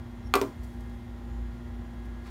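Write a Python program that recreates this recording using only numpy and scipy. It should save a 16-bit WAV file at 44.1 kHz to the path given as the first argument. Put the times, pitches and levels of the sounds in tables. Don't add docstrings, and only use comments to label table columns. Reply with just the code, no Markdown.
import sys
import numpy as np
from scipy import signal
from scipy.fft import rfft, irfft
from scipy.io import wavfile

SR = 44100
rng = np.random.default_rng(int(sys.argv[2]) if len(sys.argv) > 2 else 0)


def transcribe(signal):
    frames = np.atleast_2d(signal).T
    limited = np.clip(frames, -1, 1)
    pcm = np.round(limited * 32767).astype(np.int16)
    wavfile.write(sys.argv[1], SR, pcm)


N = 101429
T = np.arange(N) / SR

# time in seconds, level in dB before the trim.
HUM_FADER = [(0.0, -37.5), (0.06, -64), (0.2, -52), (0.26, -34), (0.53, -58), (0.61, -35.5), (0.74, -45.5),
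             (0.8, -36.5), (1.05, -48), (1.13, -36), (1.22, -40.5), (1.42, -33.5), (1.58, -42.5),
             (1.78, -40), (1.91, -47.5), (1.99, -39.5), (2.25, -45), (2.3, -38)]
# centre in Hz, width in Hz, rms level in dB.
THROB_BANDS = [(54.7, 5.5, -49.5), (83.5, 15.5, -48), (115.4, 12, -52), (206.8, 12, -61)]
# pitch in Hz, rms level in dB, waver relative to the tone.
WHIR_TONES = [(238.5, -46, 0.072), (343.1, -58.5, 0.22), (360.7, -60, 0.25), (801, -64.5, 0.65),
              (1025, -70, 0.41), (1404, -70.5, 0.48), (1654, -69, 0.85), (1827, -72.5, 0.31),
              (1882, -73.5, 0.35), (1975, -74.5, 0.48), (2040, -77.5, 0.47), (2102, -71.5, 0.98),
              (3300, -76, 0.39), (3300, -90, 0.65), (7000, -83.5, 0.89)]
# frequency in Hz, relative level in dB.
AIR_EQ = [(20, -25), (35, -9), (55, 6), (110, 9.5), (145, -2), (240, 0.5), (310, -8), (480, -10),
          (950, -11.5), (1300, -16.5), (2100, -21), (2500, -24.5), (3400, -25), (5000, -32), (7000, -34.5),
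          (7700, -39), (9300, -36), (10400, -40.5), (14000, -38.5), (16000, -46)]
# centre in Hz, width in Hz, level in dB.
SCRAPE_BANDS = [(5500, 130, -57), (6440, 250, -72), (10500, 300, -72)]
# start in seconds, then thud, clack and tick gains in dB.
HITS = [(.3390, -27, -12.5, -22.5), (.3540, -19.5, -24.5, -21), (0.3557, -30, -33, -26),
        (0.4145, -20, -44, -29)]
# pitch in Hz, relative level in dB, 60 dB decay time in seconds.
TABLE_RING = [(276.6, -5.5, 0.21), (352, -11.5, 0.28), (394, -0.5, 0.17), (472, -18, 0.3),
              (516, -17.5, 0.22), (595, -22.5, 0.22), (631, -16, 0.19), (900, -19, 0.097),
              (1025, -13.5, 0.13)]
# frequency in Hz, relative level in dB.
KNOCK_EQ = [(120, -41), (240, 6), (330, 7), (470, 5), (680, -0.5), (1000, 0.5), (1400, -15), (1900, -13.5),
            (4000, -32), (16000, -35)]
# pitch in Hz, relative level in dB, 60 dB decay in seconds.
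KNIFE_RING = [(729, -20, 0.25), (784, -10.5, 0.1), (1045, -19.5, 0.22), (1136, -17.5, 0.14),
              (1167, -21, 0.25), (1213, -14, 0.041), (1344, -19.5, 0.36), (1391.5, -18, 0.25),
              (1485, -38, 0.071), (2000, -22, 0.18), (2370, -22.5, 0.12), (2545, -16.5, 0.058),
              (2612, -27.5, 0.17)]
# pitch in Hz, relative level in dB, 60 dB decay in seconds.
HANDLE_CRACK = [(772, -5.5, 0.048), (1196, 3.5, .013), (2370, 0, 0.0081), (3220, -6.5, 0.0076),
                (4370, -10, 0.0094)]
# frequency in Hz, relative level in dB.
TICK_EQ = [(300, -30), (1500, 3), (2600, 8), (4000, 3.5), (5800, 0), (8300, -0.5), (10300, -6.5),
           (13500, 0), (16000, -8)]
# pitch in Hz, relative level in dB, 60 dB decay in seconds.
BLADE_RING = [(3370, -35, .09), (3720, -16.5, 0.058), (4400, -23, 0.045), (5346, -22, 0.056),
              (6767, -30.5, 0.15), (8240, -23.5, .05), (13540, -19, .03)]
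# frequency in Hz, gain in dB, 60 dB decay in seconds.
REVERB_BANDS = [(150, -18, 0.25), (398, -16.5, 0.23), (1180, -4, 0.27), (3000, -9.5, 0.18),
                (7000, -13, 0.42), (16000, -9, .28)]
# peak time in seconds, level in dB, rise and fall in seconds.
FINGER_TAPS = [(.634, -60, .001, .005), (0.645, -62, 0.0051, 0.0073), (.807, -58.5, .001, .004),
               (.898, -67, .001, .004), (2.06, -67, 0.014, .012)]
# frequency in Hz, relative level in dB.
TOUCH_EQ = [(1500, -9), (4000, 5), (7000, 4), (12000, 3), (16000, -1)]
# frequency in Hz, relative level in dB.
SLIDE_EQ = [(200, -5), (1000, 6), (2500, -2), (4500, -6.5), (8000, -15), (16000, -24)]


def from_db(db):
    return 10 ** (np.asarray(db) / 20)


def at_hz(points, hz, column=1):
    table = np.array(points)
    return np.interp(np.log(np.maximum(hz, 1)), np.log(table[:, 0]), table[:, column])


def noise(eq, grain_db=0):
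    grains = rng.standard_normal(N) * from_db(grain_db * np.clip(rng.standard_normal(N), -2, 2))
    freqs = np.arange(N // 2 + 1) * SR / N
    return rms_one(irfft(rfft(grains) * from_db(at_hz(eq, freqs)), N))


def narrow_noise(hz, width_hz):
    freqs = np.arange(N // 2 + 1) * SR / N
    resonance = 1 / (1 + (2 * (freqs - hz) / width_hz) ** 2)
    return rms_one(irfft(rfft(rng.standard_normal(N)) * resonance, N))


def rms_one(x):
    return x / np.sqrt(np.mean(x ** 2) + 1e-20)


def decay(start_s, t60_s):
    return (T >= start_s) * np.exp(-np.log(1000) * np.maximum(T - start_s, 0) / t60_s)


def swell(peak_s, rise_s, fall_s):
    return np.exp(-np.maximum((peak_s - T) / rise_s, (T - peak_s) / fall_s))


def wavering(hz, waver):
    tone = np.sqrt(2) * np.sin(2 * np.pi * (hz * T + rng.random()))
    return rms_one(tone + waver * narrow_noise(hz, width_hz=5.5))


def fan():
    trim_db, air_db = 0.5, -46.5
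    hum_db = np.interp(T, *np.transpose(HUM_FADER)) + trim_db
    hum = from_db(hum_db) * wavering(hz=56.6, waver=0.19)
    throb = sum(from_db(db) * narrow_noise(hz, width) for hz, width, db in THROB_BANDS)
    whir = sum(from_db(db) * wavering(hz, waver) for hz, db, waver in WHIR_TONES)
    return hum + throb + whir + from_db(air_db) * noise(AIR_EQ)


def blade_scrape():
    whistle = sum(from_db(db) * narrow_noise(hz, width) for hz, width, db in SCRAPE_BANDS)
    return swell(peak_s=0.275, rise_s=0.02, fall_s=0.0057) * whistle


def struck(modes, start_s):
    return sum((-1) ** k * from_db(db) * decay(start_s, t60) * np.sin(2 * np.pi * hz * (T - start_s))
               for k, (hz, db, t60) in enumerate(modes))


def knife_hits():
    rest_s = 0.365
    choke = (T < rest_s) + decay(rest_s, t60_s=0.13)
    hits = np.zeros(N)
    for start, thud_db, clack_db, tick_db in HITS:
        knock = from_db(-8.5) * noise(KNOCK_EQ) * decay(start, t60_s=0.15)
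        thud = struck(TABLE_RING, start) + knock
        clack = choke * struck(KNIFE_RING, start) + struck(HANDLE_CRACK, start)
        snap = decay(start, t60_s=0.0059)
        shimmer = from_db(-11.5) * decay(start, t60_s=0.07)
        grit = noise(TICK_EQ, grain_db=2.2)
        tick = grit * (snap + shimmer) + struck(BLADE_RING, start)
        hits += from_db(thud_db) * thud + from_db(clack_db) * clack + from_db(tick_db) * tick
    low_cut_hz = 218
    return signal.sosfilt(signal.butter(4, low_cut_hz, "high", fs=SR, output="sos"), hits)


def room_reverb(x):
    predelay_s, edges_hz = 0.0033, np.geomspace(125, 16000, 8)
    impulse = np.zeros(N)
    for low, high in zip(edges_hz, edges_hz[1:]):
        centre_hz = np.sqrt(low * high)
        octave = signal.butter(2, [low, high], "band", fs=SR, output="sos")
        tail = signal.sosfilt(octave, rng.standard_normal(N))
        tail *= decay(predelay_s, at_hz(REVERB_BANDS, centre_hz, column=2))
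        tail *= np.sqrt(2 * (high - low) / SR / np.sum(tail ** 2))
        impulse += from_db(at_hz(REVERB_BANDS, centre_hz)) * tail
    return signal.fftconvolve(x, impulse)[:N]


def fingers_on_fruit():
    taps = sum(from_db(db) * swell(peak, rise, fall) for peak, db, rise, fall in FINGER_TAPS)
    rub = from_db(-68.5) * swell(peak_s=0.68, rise_s=0.16, fall_s=0.23)
    touches = (taps + rub) * noise(TOUCH_EQ, grain_db=7)
    squeak = from_db(-15) * narrow_noise(hz=4420, width_hz=210)
    slide = from_db(-52) * swell(peak_s=2.27, rise_s=0.023, fall_s=0.053)
    return touches + slide * (noise(SLIDE_EQ) + squeak)


def scene():
    hits = knife_hits()
    return (fan() + blade_scrape() + hits + room_reverb(hits) + fingers_on_fruit())[None]


def record(dry):
    high_cut_hz = 15800
    return signal.sosfilt(signal.ellip(10, .2, 80, high_cut_hz, fs=SR, output="sos"), dry)


dry = scene()
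out = record(dry)
transcribe(out)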